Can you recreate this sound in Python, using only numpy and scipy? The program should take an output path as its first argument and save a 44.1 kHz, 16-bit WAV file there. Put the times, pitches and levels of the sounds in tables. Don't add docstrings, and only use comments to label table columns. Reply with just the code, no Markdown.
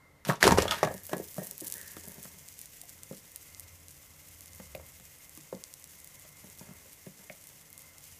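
import sys
import numpy as np
from scipy import signal
from scipy.io import wavfile
from scipy.ndimage import uniform_filter1d

SR = 44100
rng = np.random.default_rng(int(sys.argv[2]) if len(sys.argv) > 2 else 0)


def makeup_ratio(level_db):
    decades = np.asarray(level_db, float) / 20
    return 10 ** decades


def digitize_waveform(pressure):
    field = np.atleast_2d(pressure).T
    bounded = np.clip(field, -1, 1)
    quanta = np.round(bounded * 32767).astype(np.int16)
    wavfile.write(sys.argv[1], SR, quanta)


N = 361380

# t/s, peak level/dB, struck note f/Hz, clack over thud/dB
KNOCK_EVENTS = [(.2694, -27.5, 163, -14), (.2893, -7, 168, -21), (.2955, -12.5, 168, -14),
                (.4278, -5, 1798, -2), (.4313, -12, 1800, -2), (.44, -13, 705, 2), (.453, -13, 403, -5),
                (.4686, -9, 420, -2), (.4768, -5, 1000, -2), (.4885, -14, 262, -10),
                (.5089, -13, 950, -3.5), (.5193, -8.5, 200, -6), (.5228, -15, 900, -3),
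                (.5746, -17, 800, -5), (.5788, -21, 1000, 1), (.5838, -8.5, 450, -5), (.6288, -27, 600, 2),
                (.6546, -22.5, 570, -10.5)]
# t/s, peak level/dB, struck note f/Hz, clack
# over thud/dB
ROCK_EVENTS = [(.8303, -13, 640, -14), (.8477, -21, 161, -5), (.8731, -27.5, 625, -12),
               (.9075, -27, 560, -19), (.9434, -29, 172, -22), (1.0932, -40.5, 590, -3),
               (1.1314, -20.5, 606, -11), (1.1627, -25, 178, -29), (1.1991, -30.5, 436, -29),
               (1.3643, -42, 236, -8), (1.3812, -24.5, 584, -26.5), (1.4177, -35, 559, -26),
               (1.6183, -35, 300, -25), (1.9668, -38, 300, -2.5), (2.0742, -38, 185, -20.5),
               (2.1807, -37.5, 172, -19), (2.2527, -39, 161, -4)]
# f/Hz, level/dB, time to fade by 60 dB/s
PAN_MODES = [(168, 3, 0.07), (205, -8, .1), (279.7, -11.5, .1), (408, -4.5, .07), (458, -4, .07),
             (570, -5, 0.1), (695, -11.5, .07), (930, -9, .06), (1140, -8.5, 0.023), (1300, -12.5, 0.02),
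             (1675, -8.5, 0.15), (1850, -9, 0.09), (2280, -19, .05)]


def evened(x):
    return x / np.sqrt(np.mean(x ** 2) + 1e-20)


def noise():
    return rng.standard_normal(N)


def wander(samples):
    return evened(uniform_filter1d(noise(), samples))


def add(mix, start_s, sound):
    part = mix[round(start_s * SR):][:len(sound)]
    part += sound[:len(part)]


def along(rows):
    s, level_db, *rest = np.transpose(rows)
    t = np.arange(N) / SR
    return [np.interp(t, s, level_db, -150, -150)] + [np.interp(t, s, c) for c in rest]


def colour(x, points):
    f, db = np.transpose(points)
    bin_hz = abs(np.fft.fftfreq(8192, 1 / SR)) + 1
    log_gain = np.interp(np.log(bin_hz), np.log(f), np.maximum(db, -90)) * np.log(10) / 20
    taps = np.fft.ifft(np.exp(np.conj(signal.hilbert(log_gain)))).real[:4096]
    return evened(signal.oaconvolve(x, taps)[:len(x)])


def band(x, lo_hz, hi_hz):
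    sos = signal.butter(2, [lo_hz, hi_hz], "band", fs=SR, output="sos")
    return evened(signal.sosfilt(sos, x))


def high_pass(x, order, hz):
    return signal.sosfilt(signal.butter(order, hz, "high", fs=SR, output="sos"), x)


def resonate(x, hz, width):
    turn = np.exp(2j * np.pi * np.cumsum(hz * np.ones(len(x))) / SR)
    r = np.exp(-np.pi * width / SR)
    return 2 * (turn * signal.lfilter([1 - r], [1, -r], x / turn + 1e-18)).real


def tone_noise(hz, width, width_2):
    return evened(resonate(resonate(noise(), hz, width), hz, width_2))


def clicks(per_s, spread_db):
    size = makeup_ratio(spread_db * np.minimum(rng.exponential(1, N), 3.8)) * rng.choice([-1., 1.], N)
    return size * (rng.random(N) < per_s / SR)


def ring(modes, spread_db, near_hz=400):
    hz, db, t60 = np.transpose(modes)[:, :, None]
    t = np.arange(8820) / SR
    loud_luck, tune_luck, sign_luck = rng.standard_normal((3, len(modes), 1))
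    db = db + spread_db * loud_luck - 3.3 * abs(np.log2(hz / near_hz))
    tones = np.sin(2 * np.pi * hz * (1 + .02 * tune_luck) * t)
    x = (np.sign(sign_luck) * makeup_ratio(db - 60 * t / t60) * tones).sum(0)
    return x / abs(x).max()


def kitchen():
    # f/Hz, level/dB per Hz
    air_colour = [(15, -29.5), (25, -15), (92, -7), (117, -14.5), (149, -3.5), (175, -11.5), (354, -20),
                  (545, -16), (1560, -27.5), (2110, -16.5), (2280, -30.5), (14400, -34), (16000, -52.5)]
    # f/Hz, level/dB
    motor_tones = [(148, -75.5), (296, -78), (444, -84.5)]
    # f/Hz, width/Hz, level/dB
    fan_tones = [(533, 11, -79.5), (1047, 270, -75.5), (1332, 300, -77.5), (2091, 130, -70.5)]
    # t/s, level/dB, f/Hz
    drone_curve = [(0, -68, 86), (1.05, -65, 86), (2.3, -63.5, 85), (2.7, -72, 87), (3.0, -58, 90),
                   (3.25, -77, 92), (3.55, -60, 88), (4.0, -66.5, 83), (4.8, -55.5, 77), (5.1, -67.5, 76),
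                   (5.5, -74, 80), (5.9, -76, 85), (6.25, -67, 94), (6.7, -65.5, 88), (7.6, -77, 90),
                   (8.19, -62.5, 86)]
    t = np.arange(N) / SR
    air = makeup_ratio(-58.5 - 5) * colour(noise(), air_colour)
    hum = sum(makeup_ratio(db + 4) * np.sin(2 * np.pi * hz * t) for hz, db in motor_tones)
    fan = sum(makeup_ratio(db) * tone_noise(hz, w, w) for hz, w, db in fan_tones)
    waver = makeup_ratio(2.5 * wander(9000))
    drone_db, drone_hz = along(drone_curve)
    drone = makeup_ratio(drone_db) * evened(resonate(noise(), drone_hz, 12))
    return air + hum + fan * waver + drone


def spit(hz):
    t = np.arange(-44, 220) / SR
    burst = np.sin(2 * np.pi * (hz * t + rng.random())) * np.exp(-abs(t * hz / .52) ** 1.3)
    tearing, droplets = .03 * np.exp(t / .0005), .05 * np.exp(-t / .0018)
    return burst + np.diff(rng.standard_normal(len(t) + 2), 2) * np.where(t < 0, tearing, droplets)


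def many_spits(per_s, spread_db, sizes_hz, loudness=1):
    return sum(signal.oaconvolve(clicks(per_s, spread_db) * loudness, spit(hz))[:N] for hz in sizes_hz)


def large_spits():
    # t/s, peak level/dB,
    # bubble f/Hz
    big_spits = [(0.9412, -22, 8900), (0.948, -28, 11400), (1.035, -26, 10500), (1.0544, -28, 8500),
                 (1.0674, -19, 10700), (1.0725, -28, 11000), (1.0948, -31, 6800), (1.1327, -27, 5800),
                 (1.1345, -24, 8400), (1.1685, -24, 9300), (1.173, -29, 11700), (1.1816, -23, 8700),
                 (1.2412, -25, 11800), (1.2874, -28, 11000), (1.3126, -30, 11600), (1.3439, -26, 8500),
                 (1.3685, -26, 11200), (1.3827, -27, 8200), (1.3888, -30, 9700), (1.3935, -29, 11600),
                 (1.4451, -26, 9900), (1.4476, -28, 11900), (1.4529, -27, 10200), (1.4649, -27, 11500),
                 (1.4703, -19, 11200), (1.5116, -16, 9700), (1.5334, -29, 11500), (1.58, -19, 10200),
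                 (1.6037, -21, 9400), (1.6084, -19, 8500), (1.6108, -28, 8900), (1.6147, -24, 11900),
                 (1.6399, -27, 10500), (1.6435, -30, 12600), (1.6463, -20, 11500), (1.652, -26, 10700),
                 (1.6641, -27, 10100), (1.6682, -19, 9600), (1.6711, -17, 8500), (1.6732, -27, 10600),
                 (1.6777, -19, 9200), (1.6818, -17, 10400), (1.7009, -20, 8800), (1.7137, -25, 9900),
                 (1.7235, -10, 9700), (1.74, -17, 8700), (1.7431, -26, 12000), (1.7541, -28, 10300),
                 (1.7556, -26, 11100), (1.7585, -27, 12000), (1.7693, -23, 11500), (1.7818, -22, 9500),
                 (1.8143, -21, 8800), (1.8626, -28, 12400), (1.8774, -25, 10500), (1.881, -28, 9100),
                 (1.9184, -23, 11600), (1.935, -27, 11800),
                 (1.9674, -29, 10000), (1.9699, -32, 11000), (1.9849, -31, 10200), (2.0024, -33, 11700),
                     (2.0378, -32, 8900), (2.0547, -28, 8600), (2.0663, -28, 11600), (2.0765, -28, 11700),
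                     (2.0788, -27, 12200), (2.0841, -21, 11500), (2.0953, -25, 12400), (2.1008, -32, 13100),
                     (2.1191, -26, 10600), (2.1433, -31, 10700), (2.1447, -32, 11000), (2.2298, -25, 9800),
                     (2.2331, -32, 9900), (2.2376, -28, 7600), (2.2464, -28, 9000), (2.3876, -29, 9700),
                     (2.4812, -28, 10100), (2.4866, -26, 7000), (2.5403, -34, 6900), (2.5913, -23, 9600),
                     (2.6073, -33, 11400), (2.6151, -20, 9300), (2.6578, -26, 7800), (2.7697, -34, 8000),
                     (2.8155, -23, 8500), (2.817, -31, 8900), (2.8377, -33, 11500), (2.8556, -34, 9600),
                     (2.8942, -27, 9100), (2.9, -31, 7800), (3.0339, -23, 8000), (3.1253, -30, 8500),
                     (3.1488, -34, 7000), (3.1689, -33, 9600), (3.3185, -31, 10000), (3.3605, -17, 10100),
                     (3.4287, -33, 11000), (3.5478, -28, 5800), (3.5969, -20, 10300), (3.5984, -26, 8900),
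                     (3.6062, -28, 9400), (3.8838, -28, 7600), (3.9079, -32, 7000), (3.9121, -29, 9600),
                     (4.2875, -32, 10200), (4.4084, -28, 8000), (4.4192, -33, 10600), (4.4591, -29, 8700),
                     (4.4712, -35, 10800), (4.4809, -34, 6200), (4.5336, -31, 6900), (4.5494, -30, 9000),
                     (4.5595, -31, 9500), (4.5809, -34, 11100),
                 (4.7505, -32, 4100), (4.7542, -28, 10600), (4.865, -31, 10400), (4.8888, -34, 9600),
                  (4.9216, -36, 8400), (4.9995, -35, 9500), (5.0534, -36, 10500), (5.186, -35, 8800),
                  (5.2451, -36, 10100), (5.2948, -28, 9800), (5.3517, -30, 9900), (5.3751, -26, 9200),
                  (5.4109, -32, 7000), (5.435, -35, 10800), (5.5505, -34, 5200), (5.639, -21, 6400),
                  (5.7392, -23, 8200), (5.798, -35, 8600), (5.8248, -35, 6300), (5.8421, -26, 7700),
                  (5.8753, -34, 9400), (5.988, -34, 9800), (6.0023, -32, 7900), (6.0455, -25, 11000),
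                  (6.0744, -28, 8800), (6.1468, -33, 10000), (6.1967, -30, 10500), (6.2219, -34, 8000),
                  (6.2246, -35, 9400), (6.2911, -35, 10000), (6.4441, -33, 9400), (6.4892, -34, 11300),
                  (6.5004, -30, 8100), (6.5755, -34, 9600), (6.5874, -29, 11200), (6.5956, -30, 7700),
                  (6.6028, -35, 9400), (6.7365, -34, 8800), (6.7677, -34, 9800), (6.8958, -36, 10500),
                  (6.9321, -28, 9800), (7.062, -33, 10900), (7.1755, -37, 8800), (7.2186, -34, 11100),
                  (7.4132, -36, 8100), (7.4401, -30, 9200), (7.4705, -33, 9700), (7.4722, -28, 10700),
                  (7.4904, -33, 9200), (7.7032, -31, 10900), (7.7291, -25, 10500), (7.7787, -25, 9300),
                  (7.7932, -30, 9900), (7.8086, -37, 8100), (7.8195, -32, 11700), (7.9833, -30, 7000),
                  (8.041, -31, 7700), (8.1251, -36, 7800)]
    out = np.zeros(N)
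    for s, db, hz in big_spits:
        add(out, s - 1 / 1000, makeup_ratio(db + 1.6) * spit(1.08 * hz))
    return out


def steam_whistle():
    # t/s, level/dB, f/Hz
    whistles = [
        [(0.76, -48, 1740), (0.82, -45, 1740), (1.12, -69, 1820)],
        [(1.68, -73, 1780), (1.77, -47, 1765), (2.2, -71, 1760)],
    ]
    out = np.zeros(N)
    for rows in whistles:
        steam_db, hz = along(rows)
        out += makeup_ratio(steam_db - 5) * tone_noise(hz, 270, 250)
    return out


def fat():
    # t/s, steam flow level/dB, vigour of boiling/dB
    frying = [(.24, -74, -8), (.405, -68, -8), (.435, -41, -8), (.59, -53, -3), (.97, -57, 17),
              (1.4, -55.5, 15), (1.74, -53.5, 14), (1.9, -55, 9), (2.1, -55.5, 10.5), (2.61, -56.5, .1),
              (4, -59, -6), (4.5, -57.5, .3), (5.1, -58, -8), (6.3, -58, -8), (6.6, -56.5, -4),
              (7, -58.5, -8), (7.88, -58.5, -8), (8.19, -56, -12)]
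    # f/Hz, level/dB per Hz
    hiss_colour = [(880, -40.5), (1500, -12), (2080, -6.5), (2810, -6.5), (4220, -12), (6550, -3),
                   (9560, -7.5), (12500, -4), (15300, -9.5), (15700, -13.5), (16200, -51.5)]
    hiss_db, vigour_db = along(frying)
    boil = np.clip(wander(900), -2, 2)

    crackle = many_spits(110, 3.7, np.geomspace(6000, 14000, 8), makeup_ratio(2.67 * boil))
    pops = makeup_ratio(hiss_db - 3 + .2 * vigour_db) * evened(crackle)
    spits_per_s = 38 / 4 * makeup_ratio(.5 * vigour_db + 4 * boil)
    spits_per_s *= np.arange(N) > .9 * SR
    pops += makeup_ratio(-43) * many_spits(spits_per_s, 2.4, (7500, 9500, 11500, 14000))
    pops = high_pass(pops + large_spits(), 2, 2200)

    hiss = colour(noise(), hiss_colour) * makeup_ratio(1.7 * boil)
    slow_boil = evened(uniform_filter1d(boil, 6000))
    fine = band(clicks(2000, 3.8), 9000, 21000) * makeup_ratio(2.8 * boil + 2.2 * slow_boil)
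    return pops + makeup_ratio(hiss_db) * (hiss + makeup_ratio(vigour_db - 12.5) * fine) + steam_whistle()


def knock(db, hz, clack_db, t60, body_db, damp_db_per_s):
    t = np.arange(8820) / SR
    fade = makeup_ratio(-60 * t / np.clip(t60, .006, .3))
    rise_turns = .2 * max(-37 - db, 2.5)
    note = -np.sin(2 * np.pi * hz * t) * fade * np.minimum(t * hz / rise_turns, 1)
    crowd = np.cos(2 * np.pi * hz * t * rng.uniform(.05, .14, (2, 1))).sum(0)
    rough = note * .42 * (1 + crowd)

    top_hz = np.clip(900 * 2 ** ((clack_db + 16.5) / 14), 600, 3000)
    slap = band(rng.standard_normal(len(t)), 333, top_hz) * makeup_ratio(-60 * t / .043)
    body = .5 * ring(PAN_MODES, 1.0, near_hz=top_hz * .26) + .51 * slap
    body = body * makeup_ratio(-damp_db_per_s * t)

    metal = band(rng.standard_normal(len(t)), 1700, 11000)
    patches = sum(evened(resonate(metal, f, 350)) for f in rng.uniform(2500, 7500, 3))
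    metal = evened(.6 * metal + .25 * patches)
    clack = metal * (makeup_ratio(-60 * t / .014) + .17 * makeup_ratio(-60 * t / .08))

    high = np.clip(hz / 1300, 0, .9)
    struck = 1.54 * (1 - high) * note + 1.04 * high * rough
    return makeup_ratio(db) * (struck + makeup_ratio(body_db) * body + makeup_ratio(clack_db - 9.5) * clack)


def blows():
    # t/s, peak level/dB, struck note f/Hz, clack over thud/dB
    pats = [(2.8341, -49, 700, 4), (3.1093, -32, 177, -29), (3.1115, -37, 520, -24), (3.1293, -37, 199, -7),
            (3.2443, -47, 161, -11), (4.5985, -36, 190, -12), (4.5995, -41, 500, -3),
            (4.7505, -33, 560, -19), (4.775, -45, 560, -20), (4.797, -43, 560, -12),
            (4.9983, -44.5, 180, .4), (5.375, -43, 300, -4), (5.4043, -45.5, 150, 6.5),
            (5.5264, -29, 171, -19.5), (5.5268, -29.5, 520, -17), (5.5434, -33, 190, -23.5),
            (5.9338, -48, 177, 2.1), (6.2498, -48, 600, 5), (6.441, -40.5, 190, -18),
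            (6.611, -38.5, 187, -14), (6.612, -46, 540, -14), (6.6888, -40, 183, -8),
            (6.709, -40, 185, -12), (6.8567, -51.5, 543, -5.5), (7.0652, -40, 552, -6),
            (7.068, -36, 176, -30), (7.1911, -44.5, 177, -4), (7.301, -37, 565, -23),
            (7.4984, -47, 134, .1), (7.6899, -53, 193, 1.1)]
    # t/s, peak level/dB, struck note f/Hz, clack over thud/dB
    ticks = [(.2502, -34, 1500, 7), (.2983, -18, 1720, -12), (.3035, -17, 1140, -17),
             (.3125, -19, 1140, -17), (.3215, -23, 1140, -17), (.333, -27, 1140, -14),
             (.3567, -42, 6390, 2.5), (.6213, -21.5, 6230, 6.5), (.6798, -25.5, 3330, -1.1),
             (.7099, -19, 3350, 5.5), (.83, -13.5, 784, -11), (.8304, -14, 1150, -8),
             (.8345, -21, 1900, -1), (.8487, -33, 7000, 3), (1.095, -44, 2980, -6),
             (4.7494, -34, 2429, -11), (6.593, -40, 5600, -10), (7.2982, -32, 2200, -24)]
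    out = np.zeros(N)
    # events, pan body level/dB, cake damping/(dB/s)
    kinds = [(KNOCK_EVENTS, -2.5, 0), (ROCK_EVENTS, 1.2, 0), (pats, -1.5, 450), (ticks, -8, 0)]
    for rows, body_db, damp_db_per_s in kinds:
        for s, db, hz, clack_db in rows:
            t60 = .024 if rows is ticks else .016 - .00052 * db
            off_octaves = abs(np.log2(hz / 500))
            add(out, s, knock(db, hz, clack_db, t60, body_db - 4 * off_octaves, damp_db_per_s))
    return out


def rattle():
    # t/s, rumble level/dB, scrape level/dB, fall/(dB/s)
    moves = [(.25, -45, -35, 200), (.276, -44, -32, 170), (.403, -40, -31, 100), (.428, -17, -22, 140),
             (.577, -28, -27, 150), (.682, -40, -40, 90), (.71, -36, -33, 110), (.83, -22, -42, 260),
             (1.11, -34.5, -50, 125), (1.37, -38.5, -58, 100), (1.61, -48, -66, 30), (2.03, -50, -70, 20),
             (5.93, -56, -68, 300), (6.43, -52, -66, 75), (6.6, -52, -64, 45), (7.19, -51, -66, 130),
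             (7.49, -55, -68, 85)]
    # f/Hz, level/dB per Hz
    scrape_colour = [(530, -35.5), (900, -12.5), (1120, -15), (2960, -16.5), (5280, -21), (8250, -26.5),
                     (12900, -27), (16000, -54.5)]
    rumble = evened(sum(signal.oaconvolve(clicks(60, 4.3), ring(PAN_MODES, 2.6, near_hz=hz))[:N]
                        for hz in np.geomspace(170, 1500, 8)))
    slips = makeup_ratio(2.2 * wander(160))
    scrape = colour(clicks(3000, 3.0) * slips, scrape_colour)
    length_s, rise_s = .42, .012
    t, shake, slide = np.arange(0, length_s, 1 / SR), np.zeros(N), np.zeros(N)
    edges = np.minimum(t / rise_s, 1) * np.minimum((length_s - t) / .08, 1)
    for s, rumble_db, scrape_db, fall in moves:
        add(shake, s, edges * makeup_ratio(rumble_db - 8 - fall * t))
        add(slide, s, edges * makeup_ratio(scrape_db - 5 - 1.3 * fall * t))
    return shake * rumble + slide * scrape


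def landing_puff():
    # start t/s, peak t/s, end t/s, level/dB
    puff = (.27, .29, 0.35, -39)
    *times, db = puff
    puff_db = np.interp(np.arange(N) / SR, times, [db - 11, db, db - 23], -150, -150)
    return makeup_ratio(puff_db) * band(noise(), 6000, 16500)


def pan():
    return high_pass(blows() + rattle() + landing_puff(), 3, 125)


def stove():
    t, level = np.arange(SR // 2) / SR, np.zeros(N)
    for s, db, *_ in [*KNOCK_EVENTS[3:], *ROCK_EVENTS[:4]]:
        add(level, s, np.minimum(t / .03, 1) * makeup_ratio(-22 + 1.9 * db - 150 * t))
    boom = evened(resonate(noise(), 88, 12))
    thump = band(noise(), 28, 70)
    return level * (boom + makeup_ratio(-11.5) * thump)


def blade():
    # t/s, peak level/dB, struck note f/Hz
    bounces = [(.6797, -22, 3000), (.6835, -28, 1400), (.6935, -32, 1400), (.71, -20.5, 2500),
               (.7142, -20, 1300), (.719, -23, 1200), (.7234, -23, 1300), (.7275, -25, 1100),
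               (.7335, -28, 2500), (.7405, -27, 1200), (.752, -32, 2000), (.7625, -34, 1500)]
    # f/Hz, level/dB, time to fade by 60 dB/s
    blade_modes = [(651, -5, .07), (947, -4, .06), (1249, -4, .07), (1450, -6, .05), (1750, -10, .08),
                   (2180, -14, .08), (2840, -8, .05), (3327, -5, .05), (3483, -5, .045), (4151, -10, .05),
                   (5480, -12, .05), (6675, -9, .03), (7440, -14, .04)]
    out = np.zeros(N)
    for s, db, hz in bounces:
        add(out, s, makeup_ratio(db) * ring(blade_modes, 2.5, near_hz=hz))
    return out


def room(x, t60=.21):
    t = np.arange(SR // 2) / SR
    echoes = rng.choice([-1., 1.], len(t)) * (rng.random(len(t)) < 2000 / SR) * (t > .003)
    low = signal.lfilter([.15], [1, -.85], echoes)
    tail = low * makeup_ratio(-60 * t / t60) * 3 + (echoes - low) * makeup_ratio(-60 * t / .12)
    return signal.fftconvolve(x, tail / np.linalg.norm(tail))[:N]


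def scene():
    near = fat() + pan() + blade()
    return (kitchen() + near + stove() + makeup_ratio(-13.5) * room(near))[None]


def band_limit(x):
    return signal.sosfilt(signal.butter(12, 16480, fs=SR, output="sos"), x)


def record(dry):
    below, wide = (signal.oaconvolve(dry, signal.firwin(511, hz, window=("kaiser", 6), fs=SR)[None], "same")
                   for hz in (15400, 16500))
    heard = below + makeup_ratio(-37) * (wide - below)
    return band_limit(heard)


dry = scene()
out = record(dry)
digitize_waveform(out)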